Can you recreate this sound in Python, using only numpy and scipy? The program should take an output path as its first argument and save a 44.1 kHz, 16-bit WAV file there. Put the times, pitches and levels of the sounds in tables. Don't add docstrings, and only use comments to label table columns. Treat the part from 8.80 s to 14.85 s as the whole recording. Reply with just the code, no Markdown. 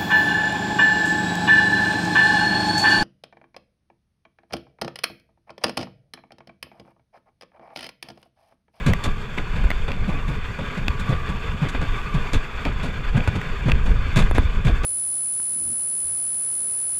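import sys
import numpy as np
from scipy import signal
from scipy.fft import rfft, irfft, next_fast_len
from scipy.io import wavfile
from scipy.ndimage import uniform_filter1d, map_coordinates

SR = 44100
rng = np.random.default_rng(int(sys.argv[2]) if len(sys.argv) > 2 else 0)


def waveform_to_disk(signal):
    frames = np.transpose(np.atleast_2d(signal))
    scaled = np.clip(frames, -1, 1) * 32767
    samples = np.round(scaled).astype(np.int16)
    wavfile.write(sys.argv[1], SR, samples)


N = 266805


def amp(db):
    return 10 ** (np.asarray(db) / 20)


def unit(x):
    return x / np.sqrt(np.mean(x ** 2) + 1e-20)


def tone(hz, t):
    return np.sin(2 * np.pi * hz * t)


def add(track, start, x):
    part = track[max(round(start * SR), 0):][:len(x)]
    part += x[:len(part)]


def wobble(per_s):
    return map_coordinates(rng.standard_normal(int(N * per_s / SR) + 4), [np.arange(N) * per_s / SR])


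def filtered(x, response):
    size = next_fast_len(N + SR // 2)
    return irfft(rfft(x, size) * response(np.fft.rfftfreq(size, 1 / SR)), size)[..., :N]


def coloured(points):
    hz, db = np.transpose(points)
    response = lambda f: amp(np.interp(np.log(f + 1), np.log(hz + 1), db))
    return unit(filtered(rng.standard_normal(N), response))


def grit(per_s, spread_db):
    chance, size = rng.random((2, N))
    return unit((chance < per_s / SR) * rng.standard_normal(N) * amp(-spread_db * np.log(1 - size)))


def patchy(depth_db):
    spectra = signal.stft(rng.standard_normal(N), nperseg=1024)[2]
    patches = uniform_filter1d(rng.standard_normal(spectra.shape), size=4, axis=0)
    patches = uniform_filter1d(patches, size=5, axis=1)
    return unit(signal.istft(spectra * amp(depth_db * unit(patches)), nperseg=1024)[1][:N])


def wall(hz):
    return 1 / (1 + (hz / 3300) ** 5)


# pitch in Hz, width in Hz, relative level in dB.
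SHELL_NOTES = [(249, 31, -1.5), (424.4, 68, -1), (744, 370, -13.5), (1003, 98, -3.5), (1230, 137, -4.5),
               (1472, 58, -1), (1634, 67, -1.5), (2050, 570, -8.5), (2408, 220, -4.5), (2520, 280, -7.5),
               (3320, 570, -10), (3510, 92, 0), (4426, 500, -3.5)]
# centre in Hz, width in Hz, depth from 0 to 1.
DEAD_BAND = (4080, 330, .6)
def shell(x):
    def response(f):
        power = sum(amp(2 * db) * (f * width) ** 2 / ((hz * hz - f * f) ** 2 + (f * width) ** 2)
                    for hz, width, db in SHELL_NOTES)
        centre, width, depth = DEAD_BAND
        dip = 1 - depth * np.exp(-((f - centre) / width) ** 2)
        return np.sqrt(power) * dip * wall(f)
    return filtered(x, response)


def shell_ring(t, spread_db, fade_s):
    return sum(amp(db + rng.normal(0, spread_db) - 60 * t / fade_s) * wall(hz) * tone(hz, t)
               for hz, _, db in SHELL_NOTES)


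# pitch in Hz, level in dB, pulses a second, a pulse's start in seconds, share of time on.
WHINE = (14700, -76, 15, .0555, .55)
def camera_whine():
    hz, db, per_s, start, share_on = WHINE
    t = np.arange(N) / SR
    pulses = uniform_filter1d(1. * ((t - start) * per_s % 1 < share_on), size=90)
    return amp(db + 1.5 * wobble(60)) * pulses * np.sin(2 * np.pi * hz * t + .7 * wobble(40))


# time of the peak in seconds, peak level in dB, pitch in Hz, direction (only its sign counts).
LURCHES = [(0.856, -6, 39, 1), (0.95, -31, 50, 1), (1.533, -19, 45, 1), (2.104, -12, 63, 1),
           (2.498, -16, 59.5, 1), (3.564, -12.5, 74, -1), (4.487, -9, 69.6, 0.75), (4.947, -10, 39, -1),
           (5.045, -9.5, 39.7, 0.91), (5.157, -13, 36, -1.2), (5.194, -11.5, 37.3, -1),
           (5.443, -4.5, 28.7, -1), (5.521, -13, 54, -1), (5.592, -5.5, 54, -1), (5.656, -7.5, 61.6, -1),
           (5.694, -14, 40, -1), (5.933, -9, 39.6, -1)]
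def hull_lurches():
    out, t = np.zeros(N), np.arange(-SR // 20, SR // 20) / SR
    for peak_time, db, hz, direction in LURCHES:
        swing = np.exp(-(2.1 * hz * t) ** 2) * np.cos(2 * np.pi * hz * t)
        add(out, peak_time + t[0], np.sign(direction) * amp(db) * swing)
    return out


# start in seconds, level in dB, ping in dB above that, direction (only its sign counts).
KNOCKS = [(0.8423, -17.5, -27, 0.9), (3.0148, -18, -44, 1), (4.4756, -13, -25, -1), (5.5123, -10, -20, 1),
          (5.5831, -4, -23.5, 1)]
def hull_knocks():
    out, t = np.zeros(N), np.arange(SR // 30) / SR
    sweep = np.sin(160 * t ** .5) / (1 + t / .0015) * np.exp(-t / .006)
    sweep = signal.lfilter(*signal.butter(3, 2800, fs=SR), sweep)
    ping = amp(-60 * t / 0.0068) * (tone(9900, t) + 0.44 * tone(7200, t) + 0.13 * tone(13500, t))
    for start, db, ping_db, direction in KNOCKS:
        ring = amp(-21.5) * shell_ring(t, spread_db=2.2, fade_s=0.047)
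        add(out, start, amp(db) * (np.sign(direction) * sweep + amp(ping_db) * ping + ring))
    return out


# frequency in Hz, relative level in dB.
CRACK_SPECTRUM = [(1500, -120), (3000, 8), (4500, 2), (7000, -2), (10000, -13), (13500, -11), (16000, -6)]
# start in seconds, level in dB, pitch in Hz, then boosts in dB for the crack and low rings.
CLICKS = [(0.1345, -14.5, 1960, -20, 6.5), (0.584, -17.5, 2060, -31, -7), (0.9037, -15.5, 1950, -21.5, 6.5),
          (0.9137, -17, 2140, -34, 6), (1.1176, -22.5, 2570, -23.5, -16), (2.0813, -14.5, 2600, -22.5, 3),
          (2.3281, -29, 1820, -49, 17), (3.0504, -39, 2380, -30, 9), (3.2157, -33, 2570, -32, -2),
          (3.8516, -20, 2410, -24, -4), (4.4052, -24.5, 2500, -48, -20), (4.6144, -22, 1880, -26, -1),
          (4.9178, -12.5, 2570, -26.5, -3), (5.8705, -25, 2300, -33, -10)]
def loose_clicks():
    rings, crack = np.zeros((2, N))
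    t = np.arange(SR // 30) / SR
    swell = t / 0.00096 * np.exp(1 - t / 0.00093)
    for start, db, hz, crack_db, low_db in CLICKS:
        high = tone(hz, t) + .45 * tone(.78 * hz, t) + .3 * tone(1.3 * hz, t) + .12 * tone(1.75 * hz, t)
        low = tone(0.598 * hz, t) + 1.25 * tone(0.31 * hz, t) + 1.4 * tone(0.098 * hz, t)
        answer = (1 - np.exp(-t / .0005)) * shell_ring(t, spread_db=4, fade_s=0.023)
        add(rings, start, amp(db + 1.5) * swell * high)
        add(rings, start, amp(db + low_db - 11.5) * swell * low)
        add(rings, start, amp(db - 16) * answer)
        add(crack, start, amp(db + crack_db + 8.0) * swell)
    return rings + crack * coloured(CRACK_SPECTRUM)


# frequency in Hz, relative level in dB.
BRIGHT_SPECTRUM = [(1500, -120), (3500, 12.5), (5000, -1.5), (7000, 2.5), (10000, -7.5), (14000, -17.5),
                   (15000, -19), (15700, -41)]
HOLLOW_SPECTRUM = [(40, -120), (120, -11.5), (250, 9.5), (420, -5.5), (550, -1.5), (720, -5.5), (950, -6.5),
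                   (1500, -93), (4000, -120)]
# start in seconds, level in dB, thump boost in dB,
# thump pitch in Hz, bright boost in dB, hollow boost in dB, shaking time in seconds.
JOINTS = [(0.0624, -14, -0.5, 154, -9, -8, 0.035), (0.238, -15.5, -21, 109, -4, -20, 0.015),
          (0.254, -20, -10, 99.5, -16, 0.5, 0.023), (0.573, -18, -16, 164, -20, -7, 0.028),
          (0.755, -31, 2, 180, -12, -5.5, 0.063), (1.078, -19.5, -10, 176, -22, -5.5, 0.037),
          (1.2763, -31, 8.5, 197, -9, 5, 0.07), (1.4794, -30, 5, 163, -10.5, -1.5, 0.054),
          (1.7858, -24.5, -12, 173, -18, 2, 0.034), (1.9713, -24, -1.5, 177, -13.5, -6, 0.022),
          (2.194, -31.5, 0, 184, -2, -16, 0.023), (2.2895, -22.5, 7.5, 139, -11, -13, 0.043),
          (2.32, -26.5, -20, 116, -36, -14, 0.032), (2.489, -23, -4, 183, -12, -6.5, 0.02),
          (2.817, -21, 4.5, 153, -17, -6, 0.056), (2.885, -23.5, -22, 126, -4.5, -23, 0.018),
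          (2.946, -14, -31, 168, -38, -5, 0.011), (3.0127, -20, -8, 177, -17, -3, 0.03),
          (3.3408, -21, 2.5, 167, -14.5, -7.5, 0.035), (3.532, -14.5, -18, 178, -9.5, -6.5, 0.032),
          (3.85, -15.5, -12, 225, -25, -2.5, 0.034), (4.03, -25, -5, 179, -8.5, 0.5, 0.044),
          (4.3445, -27, 12.5, 134, -19, 0.5, 0.035), (4.367, -21, -3, 115, -12.5, -1.5, 0.016),
          (4.4742, -16.5, -8, 100, -14, -5.5, 0.016), (4.553, -20.5, -4, 101, -14.5, -3, 0.022),
          (4.858, -23.5, 8.5, 144, -20, -9, 0.034), (4.881, -14.5, -9, 121, -19, -5.5, 0.021),
          (5.0566, -23, -9, 129, -11, -2.5, 0.035), (5.3588, -12, -1, 136.3, -9, -8.5, 0.046),
          (5.3885, -19.5, -4, 155, -8, -13, 0.024), (5.5475, -18.5, -4, 111, -12, -4.5, 0.055),
          (5.8482, -19, 4, 142, -12.5, -6.5, 0.049), (5.8666, -20.5, -14, 118, -19, -7, 0.024),
          (6.0334, -16, -12.5, 137, -13.5, -4.5, 0.028)]
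def track_joints():
    thump, rattle, bright, hollow = np.zeros((4, N))
    t = np.arange(SR // 5) / SR
    swing_s, on_pitch_s, sag_per_s = .025, .011, 18
    swing = (.35 + t / swing_s) * np.exp(-(t / swing_s) ** 4)
    slowing_time = t * (1 + sag_per_s * (on_pitch_s - t / 2))
    build = 1 - np.exp(-t / .002)
    for start, db, thump_db, hz, bright_db, hollow_db, shake_s in JOINTS:
        add(thump, start, amp(db + thump_db + 6) * swing * tone(hz, slowing_time))
        shaking = (1 - np.exp(-t / 0.00057)) / (1 + (t / shake_s) ** 3)
        add(rattle, start, amp(db - 12.0) * shaking * build)
        add(bright, start, amp(db + bright_db - 10.5) * shaking * np.exp(-t / 0.071))
        add(hollow, start, amp(db + hollow_db - 5.0) * shaking * build)
    chatter = amp(2.2 * wobble(200))
    rattle *= unit(shell(rng.standard_normal(N) + 0.33 * grit(600, spread_db=5.5)))
    bright *= coloured(BRIGHT_SPECTRUM)
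    hollow *= coloured(HOLLOW_SPECTRUM)
    return thump + chatter * (rattle + bright) + hollow


def aftershake(peak_s):
    out, t = np.zeros(N), np.arange(SR // 2) / SR
    swell = (t / peak_s * np.exp(1 - t / peak_s)) ** 2
    for start, db, thump_db, *_ in JOINTS:
        add(out, start, amp(db) * np.hypot(.3, amp(thump_db)) * swell)
    return out


# frequency in Hz, relative level in dB.
RUMBLE_SPECTRUM = [(8, -13.5), (16, 5.5), (30, -2.5), (60, -8), (90, -13), (150, -27), (400, -120)]
DRUMMING_SPECTRUM = [(15, -120), (40, -9), (75, -4.5), (130, -2), (200, -6), (300, -22), (450, -19.5),
                     (800, -28), (1100, -46), (3000, -120)]
def hull_rumble(rumble_db):
    drumming_db = -35 + 0.28 * (rumble_db - rumble_db.mean())
    rumble_gain = amp(rumble_db) + amp(-11) * aftershake(peak_s=0.051)
    drumming_gain = amp(drumming_db) + amp(-11) * aftershake(peak_s=0.028)
    rumble = rumble_gain * amp(2.9 * wobble(18)) * coloured(RUMBLE_SPECTRUM)
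    drumming = drumming_gain * amp(2.5 * wobble(20)) * coloured(DRUMMING_SPECTRUM)
    return rumble + drumming


# pitch in Hz, width in Hz.
WHEEL_NOTE = (1155, 31)
def wheel_whirr(db):
    hz, width = WHEEL_NOTE
    resonance = lambda f: 1j * f * width / (hz * hz - f * f + 1j * f * width)
    whirr = unit(filtered(rng.standard_normal(N), resonance))
    return amp(db + 2.7 * wobble(11)) * whirr


# frequency in Hz, relative level in dB.
HISS_SPECTRUM = [(2500, -120), (4200, -25), (4900, -10), (5420, 1), (5800, -4.5), (6350, 0), (7300, 0.5),
                 (8300, -6), (9500, -13.5), (10700, -13.5), (12000, -13), (14000, -16), (15000, -25),
                 (15400, -43)]
# time in seconds, then the levels of rumble, roar and whirr in dB.
RIDE = [(0.0, -25, -36, -41), (0.59, -29.5, -36, -48), (0.99, -24, -35.5, -51), (1.46, -23, -37.5, -42),
        (1.79, -30, -37, -49), (2.19, -25, -35.5, -42), (2.66, -27, -36, -42.5), (2.83, -28.5, -36, -43.5),
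        (3.42, -23.5, -34, -41), (3.62, -36.5, -36, -48), (3.84, -26.5, -34.5, -57), (4.09, -21, -35, -57),
        (4.46, -30, -34, -55), (4.87, -25.5, -37, -51), (5.06, -15.5, -34.5, -46.5),
        (5.51, -20.5, -35, -49.5), (5.66, -23.5, -36, -47), (6.05, -17.5, -36.5, -46)]
def rolling_wheels():
    times, *levels = np.transpose(RIDE)
    rumble_db, roar_db, whirr_db = [np.interp(np.arange(N) / SR, times, db) for db in levels]
    roughness = wobble(25)
    rumble = hull_rumble(rumble_db)
    flutter = amp(1.5 * roughness + 0.95 * wobble(90))
    contact = patchy(depth_db=2.0) + 0.25 * grit(400, spread_db=0.0)
    roar = amp(roar_db) * unit(shell(flutter * contact))
    hiss = amp(roar_db - 23.5 + 1.2 * roughness + 1.5 * wobble(60)) * coloured(HISS_SPECTRUM)
    return rumble + roar + wheel_whirr(whirr_db) + hiss


def scene():
    sled = rolling_wheels() + track_joints() + loose_clicks() + hull_knocks() + hull_lurches()
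    return (sled + camera_whine())[None]


def record(dry):
    fade_hz, limit_hz, hz_per_db = 14950, 15720, 30
    return filtered(dry, lambda hz: (hz < limit_hz) * amp(-np.clip(hz - fade_hz, 0, None) / hz_per_db))


dry = scene()
out = record(dry)
waveform_to_disk(out)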